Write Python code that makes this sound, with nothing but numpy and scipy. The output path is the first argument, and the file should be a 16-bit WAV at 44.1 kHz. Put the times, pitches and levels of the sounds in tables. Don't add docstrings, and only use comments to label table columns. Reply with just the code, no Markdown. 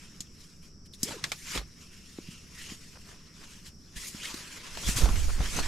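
import sys
import numpy as np
from scipy import signal
from scipy.fft import rfft, irfft, next_fast_len
from scipy.io import wavfile
from scipy.ndimage import uniform_filter1d, map_coordinates

SR = 44100
rng = np.random.default_rng(int(sys.argv[2]) if len(sys.argv) > 2 else 0)


def file_out(sig):
    cols = np.atleast_2d(sig).T
    lim = np.clip(cols, -1, 1)
    pcm = np.round(lim * 32767).astype(np.int16)
    wavfile.write(sys.argv[1], SR, pcm)


N = 250047

# pitch_hz, relative level_db per Hz
FOREST_SPECTRUM = [(12, 4.5), (22, -3.5), (50, -5), (75, -2), (114, -9.5), (168, -3), (322, -15),
                   (400, -17.5), (570, -27.5), (800, -34.5), (1500, -94)]
# pitch_hz, relative level_db per Hz
INSECT_SPECTRUM = [(600, -23.5), (1300, -10.5), (2800, -26), (3900, -30), (4600, -13.5), (5150, 0),
                   (5650, 2), (6100, -7.5), (6600, -29), (7600, -14), (8400, -27), (12000, -33),
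                   (16000, -56)]
# pitch_hz, likeness (0 unrelated, 1 identical)
CHANNEL_LIKENESS = [(30, 0.95), (125, 0.98), (300, 0.84), (1000, 0.73), (2000, 0.69), (5000, 0.61),
                    (8000, 0.84), (12000, 0.43)]
# pitch_hz, lean_db (added on the left, taken off the right)
PORT_LEAN = [(1000, -0.46), (4000, 0.14), (9000, 0.97)]
# strongest_s, rise_s, fall_s, level_db
GUSTS = [(4.88, .07, .14, -38), (5.21, .22, 0.19, -22.5), (5.62, 0.18, .2, -30.5)]
# pitch_hz, relative level_db per Hz
EDDY_SPECTRUM = [(3, -8), (10, 0), (18, 1), (30, -6), (55, -11.5), (85, -16.5), (130, -31.5), (250, -57),
                 (600, -90)]
# start_s, level_db (of the sway's peak, before panning), pitch_hz, t60_s, left_minus_right_db
PUFFS = [(1.57, -33, 50.2, 0.31, -2), (3.962, -38.5, 39.8, 0.17, 0), (4.868, -23.5, 49.3, 0.31, 0),
         (5.034, -15, 50.6, 0.14, -9), (5.11, -21.5, 45, 0.34, -2), (5.395, -19.5, 49.7, 0.18, 0)]
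# start_s, length_s, level_db (before the fades)
CRINKLES = [(1.552, 0.098, -54), (2.919, 0.084, -56.5), (3.061, 0.12, -55.5), (3.41, 0.055, -52.5),
            (4.63, 0.073, -53), (5.002, 0.11, -41.5), (5.268, 0.045, -40)]
# pitch_hz, relative level_db per Hz
SHEET_SPECTRUM = [(200, -9), (500, -1.5), (800, -5.5), (1250, -2.5), (2200, -6.5), (4000, -14), (8000, -21),
                  (16000, -36)]
# start_s, length_s, start_pitch_hz, end_pitch_hz, level_db (of the lower tone, before the fades)
ZIPS = [(1.352, 0.13, 1500, 2690, -58), (1.805, 0.28, 2595, 2880, -63.5), (2.165, 0.3, 2700, 2815, -57.5),
        (2.548, 0.11, 1870, 2087, -52), (2.558, 0.2, 2600, 3155, -52), (3.955, 0.03, 1700, 1740, -51.5),
        (4.019, 0.08, 1700, 2506, -53), (4.193, 0.065, 2253, 3780, -42.5), (4.225, 0.052, 1144, 2706, -43),
        (4.234, 0.047, 2956, 3710, -42.5)]
# start_s, level_db (before the decays), centre_hz, width_octaves, ring_hz
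SNAPS = [(0.205, -33, 5800, 0.96, 6700), (.936, -46.5, 3750, 0.27, 3780), (1.031, -21, 8150, 0.64, 5100),
         (1.2396, -24, 2700, 1.02, 1700), (1.318, -25.5, 2600, 1.4, 2240), (1.552, -32.5, 2600, 1.3, 2870),
         (1.575, -29.5, 2600, 0.78, 1280), (2.184, -51, 1000, 1.4, 1070), (4.342, -38, 3500, 1.8, 4220),
         (4.772, -35.5, 1310, 1.65, 890), (4.962, -35, 6500, .8, 7000), (5.0565, -31, 1200, 1.6, 800),
         (5.089, -33.5, 1200, 1.1, 1020), (5.156, -39, 1686, 1.23, 1630), (5.405, -34, 700, 1, 790),
         (5.589, -30, 1280, 0.76, 920)]
# pitch_hz, relative level_db per Hz
CRACK_SPECTRUM = [(100, 2), (400, 14.5), (1500, 6), (4000, 7), (5400, 7.5), (6400, 6.5), (8300, 6.5),
                  (10800, -1.5), (12000, 4), (13500, -2), (16000, -20)]
# start_s, level_db (of the sine's swell at its peak), pitch_hz
THUMPS = [(.204, -40.5, 212), (1.032, -25, 220), (1.091, -35, 330), (1.227, -38, 131), (1.559, -28, 372),
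          (2.186, -28.5, 293), (2.286, -33, 158), (2.719, -35, 195), (3.959, -38, 169), (4.146, -30.5, 213),
          (4.342, -31.5, 266), (4.871, -27.5, 77.6), (4.886, -24.5, 178), (4.961, -24.5, 103),
          (5.02, -27, 123), (5.088, -28, 197), (5.183, -32, 70), (5.402, -23.5, 141)]
# hardest_s, rise_s, fall_s, level_db
BENDS = [(1.1, .03, 0.051, -45.5), (1.24, 0.044, .06, -51), (1.563, .016, 0.038, -40.5),
         (2.72, 0.06, 0.029, -55), (4.35, 0.34, 0.29, -59), (4.89, .1, 0.044, -46),
         (5.04, 0.075, .09, -35.5), (5.18, .1, 0.19, -47), (5.42, 0.064, 0.068, -44),
         (5.59, 0.058, 0.037, -37)]
# pitch_hz, relative level_db per Hz
FOAM_SPECTRUM = [(40, -19), (100, 4.5), (200, 4), (400, -2), (800, -7.5), (1400, -8), (3000, -38),
                 (8000, -48)]
# time_s, level_db, tilt_db per octave (positive is brighter)
DRAG = [(0, -53, -2), (.8, -78.5, 1), (1, -73, 3), (1.19, -49.5, -3.5), (1.42, -53, 5), (1.7, -62.5, -1),
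        (2.1, -56, 0), (2.5, -57, -1), (2.9, -54, 0.2), (3.3, -61, -2.5), (3.55, -52.5, -.5),
        (3.76, -68.5, 2), (3.94, -58.5, -1.5), (4.35, -45.5, -1.5), (4.72, -46.5, -3.5), (5.25, -41.5, 1),
        (5.36, -46, -1), (5.66, -42.5, -1.5)]
# fastest_s, rise_s, fall_s, level_db, tilt_db per octave
SWISHES = [(.44, .09, 0.1, -56, 0.3), (.645, 0.027, 0.049, -56, -.3), (.865, 0.01, 0.011, -57.5, 1.5),
           (.943, 0.011, 0.018, -51.5, 3.5), (1.095, 0.063, 0.063, -39, -1),
           (1.505, 0.053, .06, -38.5, -1.6), (1.569, 0.04, 0.032, -35.5, -1.5), (1.83, 0.06, .05, -54, -1),
           (1.93, 0.023, .03, -53.5, -.8), (2.35, 0.18, 0.08, -54, -1), (2.595, 0.049, .09, -48, 0),
           (2.735, 0.11, 0.021, -47, -0.5), (3.11, 0.039, 0.063, -54, -3), (3.43, 0.071, 0.066, -53, -2.8),
           (3.67, 0.024, 0.029, -47, 0), (3.967, 0.0085, 0.11, -41, 0.8), (4.08, 0.058, 0.05, -43, 4),
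           (4.255, 0.1, 0.16, -42, -0.6), (4.895, 0.092, 0.054, -31.5, 0), (4.968, 0.0055, 0.1, -30.5, 1.9),
           (5.425, 0.041, 0.06, -39, -4), (5.59, 0.13, 0.029, -34.5, -0.3), (5.66, 0.031, .05, -36.5, -3.5)]
# pitch_hz, relative level_db per Hz
NYLON_SPECTRUM = [(350, -10), (600, -12.5), (768, -18), (996, -5), (1100, -6), (1890, -1), (2060, -1),
                  (2860, 0.5), (3700, -1.5), (5210, 0.5), (7050, 0.5), (8300, -4), (12000, -9),
                  (14600, -20), (15800, -30)]

TOP_HZ = 15750
SWELL_SHAPE = 1.36
STRAP_START_S, STRAP_LENGTH_S = 1.042, 0.145
STRAP_SLOW_HZ, STRAP_FAST_HZ, STRAP_DB = 270, 861, -48.5
FLAP_T60_S = 0.054
SINK_CYCLES = 0.58


def amp(db):
    return 10 ** (np.asarray(db) / 20)


def unit(x):
    return x / np.sqrt(np.mean(x ** 2) + 1e-20)


def along(points, hz):
    f, v = np.transpose(points)
    return np.interp(np.log(hz + 1), np.log(f), v)


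def wobble(rate):
    knots = rng.standard_normal(int(N * rate / SR) + 4)
    return map_coordinates(knots, [np.arange(N) * rate / SR])


def filtered(x, response):
    n = x.shape[-1]
    m = next_fast_len(n + 8192)
    hz = np.fft.rfftfreq(m, 1 / SR)
    return irfft(rfft(x, m) * response(hz), m)[..., :n]


def stereo(pair, colour_db):
    def mid_side_response(hz):
        turn = np.arccos(np.clip(along(CHANNEL_LIKENESS, hz), -1, 1)) / 2
        return amp(colour_db(hz)) * [np.cos(turn), np.sin(turn)]

    mid, side = filtered(pair, mid_side_response)
    return unit(np.array([mid + side, mid - side]))


def rush(spectrum):
    return stereo(rng.standard_normal((2, N)), lambda hz: along(spectrum, hz))


def add(track, s, sound):
    part = track[:, max(round(s * SR), 0):][:, :sound.shape[-1]]
    part += sound[..., :part.shape[1]]


def swell(t, peak_s, rise_s, fall_s, db):
    away = np.maximum((peak_s - t) / rise_s, (t - peak_s) / fall_s)
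    return amp(db - 10 * np.minimum(away, 10) ** SWELL_SHAPE)


def swells(rows):
    t = np.arange(N) / SR
    coarse = t[::64]
    power = sum(swell(coarse, *row) ** 2 for row in rows)
    return np.interp(t, coarse, np.sqrt(power))


def weave(pitch_hz, spread):
    scatter = unit(uniform_filter1d(rng.standard_normal(len(pitch_hz)), size=30))
    phase = 2 * np.pi * np.cumsum(pitch_hz * (1 + spread * scatter)) / SR
    return np.sin(phase) * np.sqrt(2)


def forest(rumble_db=-52, insect_db=-60):
    rumble = rush(FOREST_SPECTRUM) * amp(rumble_db + 0.71 * wobble(25))
    insects = rush(INSECT_SPECTRUM) * amp(insect_db + 0.4 * wobble(3.93))
    return rumble + insects


def draught(gust_db=1.0):
    ports = unit(filtered(rng.standard_normal((2, N)), lambda hz: amp(along(EDDY_SPECTRUM, hz))))
    turbulence = unit(rush(EDDY_SPECTRUM) + amp(-3.0) * ports)
    air = turbulence * amp([[-1.5], [1.5]])
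    return air * swells(GUSTS) * amp(gust_db * wobble(25))


def puffs(attack_s=0.0032, eddy_db=-11):
    out, t = np.zeros((2, N)), np.arange(SR // 2) / SR
    for s, db, pitch_hz, t60, pan_db in PUFFS:
        eddies = unit(filtered(rng.standard_normal((2, len(t))), lambda hz: 1 / (1 + (hz / 75) ** 4)))
        shape = amp(-60 * t / t60) * (1 - np.exp(-t / attack_s))
        sway = np.sin(2 * np.pi * pitch_hz * t) + amp(eddy_db) * eddies
        port_gain = amp([[db + pan_db / 2], [db - pan_db / 2]])
        add(out, s, port_gain * shape / shape.max() * sway)
    return out


def groundsheet(creases_per_s=450, crease_spread_db=4):
    out = np.zeros((2, N))
    for s, length, db in CRINKLES:
        n = int(length * SR)
        sizes = amp(crease_spread_db * np.clip(rng.standard_normal(n), -2, 2))
        flips = (rng.random(n) < creases_per_s / SR) * sizes
        ticks = signal.lfilter([1], [1, -np.exp(-1 / (0.00086 * SR))], flips)
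        crinkle = stereo(ticks * rng.standard_normal((2, n)), lambda hz: along(SHEET_SPECTRUM, hz))
        add(out, s, amp(db) * crinkle * np.hanning(n) ** .5)
    return out


def strap(catch_db=3):
    out, n = np.zeros((2, N)), int(STRAP_LENGTH_S * SR)
    pitch_hz = STRAP_SLOW_HZ * (STRAP_FAST_HZ / STRAP_SLOW_HZ) ** np.bartlett(n)
    tone = weave(pitch_hz, spread=0.2)
    level = amp(STRAP_DB + catch_db * wobble(206)[:n])
    add(out, STRAP_START_S, tone * level * signal.windows.tukey(n, alpha=.2))
    return out


def zips(catch_db=3):
    out = np.zeros((2, N))
    for s, length, start_hz, end_hz, db in ZIPS:
        glide = np.linspace(start_hz, end_hz, int(length * SR))
        tone = weave(glide, spread=0.108) + amp(-4.5) * weave(2 * glide, spread=0.102)
        grip = unit(amp(catch_db * wobble(257.6)[:len(glide)]))
        add(out, s, amp(db) * tone * grip * np.hanning(len(glide)) ** .5)
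    return out


def snaps(direct_db=-2, direct_t60=0.009, ring_db=8, ring_octaves=0.11, tent_db=-27, tent_t60=0.39):
    out, t = np.zeros((2, N)), np.arange(SR // 4) / SR
    rise = 1 - np.exp(-t / .0004)
    for s, db, centre_hz, octaves, ring_hz in SNAPS:
        def colour_db(hz):
            band = -10 * np.log10(1 + (np.log2((hz + 1) / centre_hz) / octaves) ** 4)
            ring = ring_db / (1 + (np.log2((hz + 1) / ring_hz) / ring_octaves) ** 2)
            return along(CRACK_SPECTRUM, hz) + band + ring

        noise = stereo(rng.standard_normal((2, len(t))), colour_db)
        crack = amp(direct_db - 60 * t / direct_t60)
        flap = amp(-60 * t / FLAP_T60_S)
        tail = amp(tent_db - 60 * t / tent_t60)
        add(out, s, amp(db) * noise * (crack + flap + tail) * rise)
    return out


def thumps(pat_db=-12):
    out, t = np.zeros((2, N)), np.arange(SR // 4) / SR
    for s, db, pitch_hz in THUMPS:
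        noise = rng.standard_normal((2, len(t)))
        pat = stereo(noise, lambda hz: -10 * np.log10(1 + (hz / (1.3 * pitch_hz)) ** 8))
        sink = t * pitch_hz / SINK_CYCLES
        shape = (sink * np.exp(1 - sink)) ** 2
        add(out, s, amp(db) * shape * (np.sin(2 * np.pi * pitch_hz * t) + amp(pat_db) * pat))
    return out


def panels(level_db=1, flutter_db=2.5):
    return rush(FOAM_SPECTRUM) * swells(BENDS) * amp(level_db + flutter_db * wobble(110))


def friction_controls(t):
    s, drag_db, drag_tilt = np.transpose(DRAG)
    power = amp(np.interp(t, s, drag_db)) ** 2
    tilted = power * np.interp(t, s, drag_tilt)
    for *movement, tilt in SWISHES:
        stroke = swell(t, *movement) ** 2
        power = power + stroke
        tilted = tilted + tilt * stroke
    return np.sqrt(power), tilted / power


def cover(slips_per_s=6000, slip_spread_db=3, slip_db=-3, patchy_db=2.5, flutter_db=1.22, unsteady_db=1.08):
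    slip_sizes = amp(slip_spread_db * np.minimum(rng.exponential(size=N), np.e))
    slips = (rng.random(N) < slips_per_s / SR) * slip_sizes
    threads = rng.standard_normal((2, N))
    friction = threads + amp(slip_db) * unit(slips * rng.standard_normal((2, N)))
    hiss = stereo(friction, lambda hz: along(NYLON_SPECTRUM, hz))
    hz, s, z = signal.stft(hiss, SR, nperseg=512)
    gain, tilt = friction_controls(s)

    folds = uniform_filter1d(rng.standard_normal(z.shape[1:]), size=5, axis=0)
    folds = unit(uniform_filter1d(folds, size=7, axis=1))
    octaves = np.log2(np.clip(hz, 900, 11000) / 4200)[:, None]
    z = z * amp(octaves * tilt + patchy_db * folds)
    swish = signal.istft(z, SR, nperseg=512)[1][:, :N]

    level = np.interp(np.arange(N) / SR, s, gain)
    flutter = amp(flutter_db * wobble(70) + unsteady_db * wobble(18))
    return unit(swish) * level * flutter


def scene():
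    background = forest() + draught() + puffs() + groundsheet()
    mattress = strap() + zips() + snaps() + thumps() + panels() + cover()
    return background + mattress


def record(dry):
    def port_response(hz):
        lean_db = np.outer([1, -1], along(PORT_LEAN, hz))
        return amp(lean_db) * (hz < TOP_HZ)

    return filtered(dry, port_response)


dry = scene()
out = record(dry)
file_out(out)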